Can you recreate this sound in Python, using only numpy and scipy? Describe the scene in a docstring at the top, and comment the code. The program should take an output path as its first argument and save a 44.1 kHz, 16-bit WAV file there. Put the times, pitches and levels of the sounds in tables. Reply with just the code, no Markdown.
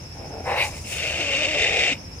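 """A low grumble from a small wild animal held down in dry brush breaks into a short snarl, then a long
rasping hiss with a rough growl under it. Fluttering tissue chops its breath, throat and mouth colour
it, and the vocal folds add the pitched parts. Dead leaves crackle and twigs snap as it struggles,
a little to the left; insects buzz faintly over soft air and a low outdoor rumble."""
import sys
import numpy as np
from scipy import signal
from scipy.fft import rfft, irfft, next_fast_len
from scipy.io import wavfile
from scipy.ndimage import uniform_filter1d, map_coordinates

SR = 44100
rng = np.random.default_rng(int(sys.argv[2]) if len(sys.argv) > 2 else 0)


def inscribe(sig):
    """Save sig as 16-bit PCM at rate SR to the path in sys.argv[1].

    A 1-D sig is mono; a 2-D sig holds one channel per row.
    Samples are clipped to [-1, 1] before scaling.
    """
    pcm = np.round(np.clip(np.atleast_2d(sig).T, -1, 1) * 32767)
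    wavfile.write(sys.argv[1], SR, pcm.astype(np.int16))


N = 97020

# envelope of the long hiss (time [s], rasp level [dB], throat level [dB])
HISS_ENVELOPE = [(0.84, -47.5, -62), (0.87, -44, -47.5), (0.93, -33, -45), (1.0, -30.5, -40.5),
                 (1.10, -29.5, -41.5), (1.19, -29.5, -36), (1.217, -25.5, -37), (1.25, -29.5, -42),
                 (1.32, -25.5, -36), (1.41, -26.5, -40), (1.46, -25.5, -33.5), (1.51, -28, -46),
                 (1.54, -28, -36), (1.57, -25.5, -34.5), (1.61, -22.5, -33.5), (1.68, -22.5, -33.5),
                 (1.78, -24, -33), (1.83, -22.5, -33.5), (1.90, -23.5, -33.5), (1.933, -27.5, -42),
                 (1.945, -39.5, -45), (1.99, -54.5, -78)]
# mouth opening in the hiss (time [s], gape [0 narrow - 1 wide])
GAPE = [(0.9, 0.29), (1.15, 0), (1.45, 0.56), (1.55, 0.63), (1.63, 1), (1.9, 0.74)]
# formants of the hiss: throat, narrow mouth, wide mouth (frequency [Hz], gain [dB])
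HISS_THROAT = [(140, -50), (230, -27.5), (318, -11.5), (418, -4.5), (516, -2.5), (574, -2.5), (704, -4),
               (959, -17.5), (1400, -35), (1820, -51), (3080, -120)]
MOUTH_NARROW = [(1000, -29), (1450, -16), (1890, -15.5), (2150, -9), (2650, -3.5), (3000, -5.5),
                (3400, -16.5), (4200, -18), (5200, -24.5), (6200, -21), (7200, -26), (8700, -29.5),
                (9800, -56), (11000, -42), (12500, -52), (15500, -54)]
MOUTH_WIDE = [(1000, -43), (1300, -17.5), (1550, -17), (2090, 0.5), (2450, -0.5), (2800, -2.5),
              (3350, -11.5), (3680, -7.5), (4200, -21), (4850, -19), (5400, -20), (7200, -24.5),
              (8500, -27.5), (9800, -52), (11200, -46), (12700, -55), (15500, -47)]
# thin whistles of air past the teeth (frequency [Hz], width [Hz], gain [dB])
WHISTLES = [(2110, 49, -15), (2170, 53, -2.5), (2439, 27, 1.5), (2490, 27, -4), (2733, 56, 6),
            (3605, 16, -4.5), (6900, 42, -16)]
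# growl contour (time [s], pitch [Hz], fundamental [dB], overtones [dB], period doubling [0-1])
GROWL_CONTOUR = [(1.0, 311, -60, -61, 0.01), (1.045, 309.2, -54, -37.5, 0.3),
                 (1.10, 306.7, -55, -36.5, 0.34), (1.16, 336.7, -47, -38, 0.29),
                 (1.19, 319, -36, -40.5, 0.62), (1.27, 288, -40.5, -33, 0),
                 (1.345, 276.3, -42.5, -30, 0.02), (1.378, 292.9, -39.5, -35, 0.11),
                 (1.398, 299, -36.5, -29.5, 0.03), (1.432, 302.3, -36, -32, 0),
                 (1.456, 252.5, -49, -33, .1), (1.478, 307.8, -37, -31, 0.13),
                 (1.535, 319.7, -35.5, -36, 0.04), (1.555, 281.8, -39, -27.5, 0.33),
                 (1.61, 297.8, -51, -40.5, 0.86), (1.72, 290.5, -68, -33, 0.96),
                 (1.82, 290, -58.5, -37, 0.92), (1.90, 289.5, -52, -41, 0.94),
                 (1.925, 282.5, -31, -35, 0.37), (1.955, 267.6, -59, -56, 0)]
# growl overtones, and the partials that period doubling adds (multiple of the pitch, gain [dB])
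GROWL_OVERTONES = [(2, 0.5), (3, -16.5), (4, -16.5)]
DOUBLING_PARTIALS = [(1.5, 0), (2.5, 0)]
# envelope of the grumble and snarl (time [s], throat level [dB], rasp level [dB])
SNARL_ENVELOPE = [(0.135, -71, -75), (0.155, -44.5, -90), (0.235, -37, -51.5), (0.28, -40.5, -64),
                  (0.39, -36.5, -55), (0.435, -39.5, -57), (0.475, -26.5, -40.5), (0.515, -24.5, -33.5),
                  (0.555, -26, -35), (0.585, -26.5, -24.5), (0.62, -29.5, -21.5), (0.66, -36, -32),
                  (0.70, -44.5, -46.5), (0.77, -46, -44.5), (0.84, -70, -63)]
# formants of the grumbling throat, barking throat and snarling mouth (frequency [Hz], gain [dB])
GRUMBLE_THROAT = [(150, -33), (250, -13), (274, -3.5), (317, -11), (382, -3.5), (813, -1), (1230, -26),
                  (1450, -15), (1900, -28), (2470, -65), (4180, -120)]
BARK_THROAT = [(180, -54), (300, -17.5), (371, -7), (412, -14.5), (509, 0), (747, -2.5), (865, -4.5),
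               (1080, -6), (1240, -14), (2100, -10), (2730, -58), (4620, -120)]
SNARL_MOUTH = [(820, -49), (1400, -26), (1560, -23), (2140, 0.5), (2430, 2.5), (2770, -1.5), (3390, -18),
               (3830, -10.5), (7220, -43), (7900, -40), (8740, -28), (9860, -34), (15500, -35)]
# voiced core of the snarl (time [s], pitch [Hz], level [dB])
YELP_CONTOUR = [(0.44, 265.5, -40), (0.47, 265, -29), (0.50, 252, -33), (0.545, 275.7, -37),
                (0.585, 257, -51), (0.62, 278.2, -37), (0.66, 273.7, -34), (0.70, 255, -44)]
# its overtones (multiple of the pitch, gain [dB])
YELP_OVERTONES = [(2, -2), (3, 8.5), (4, -9)]
# how alike the breath is at the two ears (frequency [Hz], likeness [0-1])
BREATH_LIKENESS = [(300, 1), (700, 0.82), (1100, 0.94), (1550, 0.32), (2100, 0.86), (2700, 1), (3500, 0.48),
                   (4300, 1), (5300, 0.4), (9000, 0.06)]
# tone of the scatter from the thicket (frequency [Hz], gain [dB])
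THICKET_EQ = [(200, -55), (600, -25.5), (1300, -16.5), (2500, -35), (4500, -0.5), (12000, -4)]
# pan of the animal and its leaves (frequency [Hz], left minus right [dB])
ANIMAL_PAN = [(250, .3), (600, 1.5), (1100, 1.4), (1800, 1.5), (2600, 3), (3800, 2.3), (5200, 5), (7100, 6),
              (8100, -2), (9500, -3.5), (13000, 2.5)]
# envelope of the struggle in the leaves (time [s], level [dB])
SCUFFLE_ENVELOPE = [(0.41, -67), (0.49, -45), (0.56, -51.5), (0.64, -35.5), (0.72, -46.5), (0.77, -43.5),
                    (0.84, -46.5), (0.90, -36), (0.945, -35.5), (1.02, -43), (1.18, -49), (1.22, -49),
                    (1.27, -57), (1.4, -73)]
# tone of dead leaves and twigs (frequency [Hz], gain [dB])
LEAF_EQ = [(2500, -15), (4500, -6.5), (7000, -2), (10000, -5.5), (12500, -17.5), (15500, -14.5)]
# twig snaps (time [s], level [dB])
SNAPS = [(0.683, -36), (0.768, -37), (0.815, -47), (0.862, -40), (0.900, -43), (0.940, -38)]
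# insect choruses (frequency [Hz], width [Hz], level [dB], pulse rate [Hz], pulse swing [dB])
INSECT_BANDS = [(5310, 490, -45, 15, -2.5), (6090, 160, -55.5, 7.5, 12.5)]
# tone of the air in the brush and of the low rumble (frequency [Hz], gain [dB])
AIR_EQ = [(200, -19), (350, -11), (800, -17), (1300, -10), (2000, -8.5), (2600, -5.5), (3050, -13.5),
          (4200, -16.5), (5400, -26), (6800, -16.5), (9700, -24.5), (11000, -17), (12500, -31),
          (14000, -26), (15500, -42)]
RUMBLE_EQ = [(25, -24), (40, -13), (60, -3.5), (72, -7), (80, 3.5), (92, -5.5), (125, -7), (160, -10.5),
             (250, -15.5), (400, -20.5), (800, -20.5)]
# swell of the rumble (time [s], gain [dB])
RUMBLE_SWELL = [(0, -1.5), (0.17, -3.5), (0.24, 1), (0.45, -1), (0.75, 0), (0.95, -1.5), (1.2, -1.5),
                (1.55, -1), (1.88, -0.5), (1.99, 0.5), (2.08, -2), (2.2, -1.5)]
# how alike the ambience is at the two ears (frequency [Hz], likeness [1 mono, 0 or less fully wide])
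AMBIENCE_LIKENESS = [(60, 0.99), (180, 0.97), (550, 0.56), (1650, -2.17), (4970, -0.37), (15000, 0.21)]

HISS_RASP_TRIM_DB, HISS_THROAT_TRIM_DB, WHISTLE_MIX_DB = 1, 0.5, -5
GRUMBLE_TRIM_DB, SNARL_RASP_TRIM_DB = -0.5, 1.5
BARK_AT_S, BARK_CROSSFADE_S = 0.455, 0.026
GROWL_JITTER, YELP_JITTER, SHIMMER_DB = 0.024, 0.03, 2
FLUTTER_HZ, FLUTTER_SCATTER, FLAP_DECAY_S, FLAP_SPREAD_DB = 140, 0.33, 0.0035, 2.2
LEFT_LEAD_MS, THICKET_T60_S = 0.084, 0.042
LEAF_SPIKE_DB, LEAF_DENSITY, LEAF_SWAY_DB, SNAP_T60_S = 2, 0.43, 1.4, 0.023
INSECT_OFFSET_S, INSECT_DRIFT_RAD = 0.03, 0.3
AIR_DB, RUMBLE_DB = -50, -37.5
HIGH_CUT_HZ = 15650


def hiss():
    """Fluttering air through throat, mouth and teeth; the rasp grows broader and rougher with the gape."""
    rasp_db, throat_db = curves(HISS_ENVELOPE)
    gape, = curves(GAPE)
    puffs = flutter()
    tight = coloured(airflow(puffs, rough=0.4), MOUTH_NARROW)
    wide = coloured(airflow(puffs, rough=0.55), MOUTH_WIDE)
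    mouth = np.sqrt(1 - gape) * tight + np.sqrt(gape) * wide
    teeth = sum(amp(db) * resonance(airflow(puffs, rough=0.13), hz, width) for hz, width, db in WHISTLES)
    rasp = amp(rasp_db + HISS_RASP_TRIM_DB) * (mouth + amp(WHISTLE_MIX_DB) * unit(teeth))
    throat = amp(throat_db + HISS_THROAT_TRIM_DB) * coloured(airflow(puffs, rough=0.12), HISS_THROAT)
    return during(HISS_ENVELOPE) * (rasp + throat)


def growl():
    """Vocal folds join the hiss, fall into period doubling as the effort peaks, and end on a grunt."""
    pitch, fundamental_db, overtone_db, doubling = curves(GROWL_CONTOUR)
    phase = jittered_phase(pitch, GROWL_JITTER * (1 + 2 * doubling), rate=140)
    overtones = voice(phase, GROWL_OVERTONES) + doubling * voice(phase, DOUBLING_PARTIALS)
    fundamental = voice(phase, [(1, 0)])
    return during(GROWL_CONTOUR) * (amp(fundamental_db) * fundamental + amp(overtone_db) * overtones)


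def snarl():
    """A low grumble breaks into a bark: first the throat, then the rasp of the opening mouth."""
    throat_db, rasp_db = curves(SNARL_ENVELOPE)
    puffs = flutter()
    barking = np.clip((np.arange(N) / SR - BARK_AT_S) / BARK_CROSSFADE_S + 0.5, 0, 1)
    grumble = amp(GRUMBLE_TRIM_DB) * coloured(airflow(puffs, rough=0.75), GRUMBLE_THROAT)
    bark = coloured(airflow(puffs, rough=0.18), BARK_THROAT)
    throat = amp(throat_db) * (grumble * (1 - barking) + bark * barking)
    rasp = amp(rasp_db + SNARL_RASP_TRIM_DB) * coloured(airflow(puffs, rough=0.1), SNARL_MOUTH)
    return during(SNARL_ENVELOPE) * (throat + rasp)


def yelp():
    """The vocal folds give the snarl a short, unsteady pitched core."""
    pitch, level_db = curves(YELP_CONTOUR)
    phase = jittered_phase(pitch, YELP_JITTER, rate=120)
    return amp(level_db) * during(YELP_CONTOUR) * unit(voice(phase, YELP_OVERTONES))


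def flutter():
    """Soft tissue flaps unevenly; each flap lets a puff of air through."""
    timing, strength = rng.standard_normal((900, 2)).T
    onsets = (np.cumsum(np.exp(FLUTTER_SCATTER * timing)) / FLUTTER_HZ * SR).astype(int)
    inside = onsets < N
    flaps = np.bincount(onsets[inside], amp(FLAP_SPREAD_DB * strength[inside]), N)
    age = np.arange(SR // 20) / SR / FLAP_DECAY_S
    puff = np.exp(-age) * (1 - np.exp(-10 * age))
    return unit(signal.fftconvolve(flaps, puff)[:N])


def airflow(puffs, rough):
    """Stereo turbulence, wide in the top treble; the puffs chop the share set by rough."""
    alike = lambda f: along(BREATH_LIKENESS, f)
    centre = filtered(rng.standard_normal(N), lambda f: np.sqrt(alike(f)))
    diffuse = filtered(rng.standard_normal((2, N)), lambda f: np.sqrt(1 - alike(f)))
    return (centre + diffuse) * (1 - rough + rough * puffs)


def jittered_phase(pitch, jitter, rate):
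    """Phase of vocal folds whose pitch wavers quickly, by about the fraction jitter."""
    return 2 * np.pi * np.cumsum(pitch * (1 + jitter * wobble(rate))) / SR


def voice(phase, partials):
    """A stack of partials, each shimmering in strength."""
    return sum(amp(db + SHIMMER_DB * wobble(90)) * np.sin(k * phase) for k, db in partials)


def in_thicket(x):
    """The animal's sound reaches the left side first; stems and ground scatter a short tail."""
    t = np.arange(SR // 4) / SR
    tail = rng.standard_normal((2, len(t))) * amp(-60 * t / THICKET_T60_S)
    scatter = signal.fftconvolve(x, tail / np.linalg.norm(tail[0]), axes=1)[:, :N]
    direct = filtered(x, lambda f: np.exp(2j * np.pi * f * split(LEFT_LEAD_MS / 1000)))
    return direct + filtered(scatter, lambda f: amp(along(THICKET_EQ, f)))


def leaves():
    """Dead leaves crackle densely under the struggle, and a few twigs snap."""
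    level_db, = curves(SCUFFLE_ENVELOPE)
    grains = rng.standard_normal((2, N)) * amp(LEAF_SPIKE_DB * rng.exponential(size=N))
    grains *= rng.random(N) < LEAF_DENSITY
    rustle = amp(level_db + LEAF_SWAY_DB * wobble(69.7)) * coloured(grains, LEAF_EQ)
    t = np.arange(N) / SR
    snap_envelope = sum(amp(db - 60 * np.abs(t - s) / SNAP_T60_S) * (t >= s) for s, db in SNAPS)
    return rustle + snap_envelope * coloured(rng.standard_normal((2, N)), LEAF_EQ)


def insects():
    """Two far choruses of narrow, pulsing buzz."""
    t = np.arange(N) / SR
    choruses = np.zeros((2, N))
    for hz, width, db, rate, swing_db in INSECT_BANDS:
        pulse = np.cos(2 * np.pi * rate * (t - INSECT_OFFSET_S) + INSECT_DRIFT_RAD * wobble(14))
        buzz = resonance(rng.standard_normal((2, N)), hz, width)
        choruses += amp(db) * unit(amp(swing_db * pulse) * buzz)
    return choruses


def ambience():
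    """Faint, wide air in the brush over a low rumble that is nearly mono."""
    swell_db, = curves(RUMBLE_SWELL)
    air = amp(AIR_DB) * coloured(rng.standard_normal((2, N)), AIR_EQ)
    rumble = amp(RUMBLE_DB + swell_db) * coloured(rng.standard_normal((2, N)), RUMBLE_EQ)
    spread = lambda f: np.arccos(np.clip(along(AMBIENCE_LIKENESS, f), 0, 0.985)) / 2
    mid, side = filtered(air + rumble, lambda f: np.array([np.cos(spread(f)), np.sin(spread(f))]))
    return np.array([mid + side, mid - side])


def amp(db):
    """Decibels to gain."""
    return 10 ** (np.asarray(db) / 20)


def unit(x):
    """Scale to rms 1."""
    return x / np.sqrt(np.mean(x ** 2) + 1e-20)


def split(difference):
    """Share a left-minus-right difference between the two channels."""
    return np.array([[0.5], [-0.5]]) * difference


def along(points, hz):
    """Read (frequency, value) points on a log axis."""
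    f, values = np.transpose(points)
    return np.interp(np.log(hz + 1), np.log(f + 1), values)


def curves(rows):
    """One automation curve for each column after the time."""
    times, *columns = np.transpose(rows)
    return [np.interp(np.arange(N) / SR, times, column) for column in columns]


def during(rows):
    """A soft gate over the span of a curve."""
    t = np.arange(N) / SR
    return uniform_filter1d(1. * ((t > rows[0][0]) & (t < rows[-1][0])), size=400)


def wobble(rate):
    """A smooth random curve, rate knots a second."""
    return map_coordinates(rng.standard_normal(N // 10), [np.arange(N) * rate / SR + 2], mode="wrap")


def filtered(x, response):
    """Apply a frequency response to x."""
    size = next_fast_len(N + 8192)
    return irfft(rfft(x, size) * response(np.fft.rfftfreq(size, 1 / SR)), size)[..., :N]


def coloured(x, eq):
    """x through an EQ curve that falls steeply past its ends, at rms 1."""
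    low_hz, high_hz = eq[0][0], eq[-1][0]
    skirt = lambda f: 1 / (1 + (low_hz / (1.3 * f + 1)) ** 8) / (1 + (f / (1.3 * high_hz)) ** 8)
    return unit(filtered(x, lambda f: amp(along(eq, f)) * skirt(f)))


def resonance(x, hz, width):
    """x through one steep resonance, at rms 1."""
    return unit(filtered(x, lambda f: 1 / (1 + ((f - hz) / width * 2) ** 2)))


def scene():
    """The animal and its leaves a little to the left, among insects and air."""
    struggle = in_thicket(snarl() + yelp() + hiss() + growl()) + leaves()
    panned = filtered(struggle, lambda f: amp(split(along(ANIMAL_PAN, f))))
    return panned + insects() + ambience()


def record(dry):
    """A brick-wall high cut on the whole mix."""
    return filtered(dry, lambda f: f < HIGH_CUT_HZ)


dry = scene()
out = record(dry)
inscribe(out)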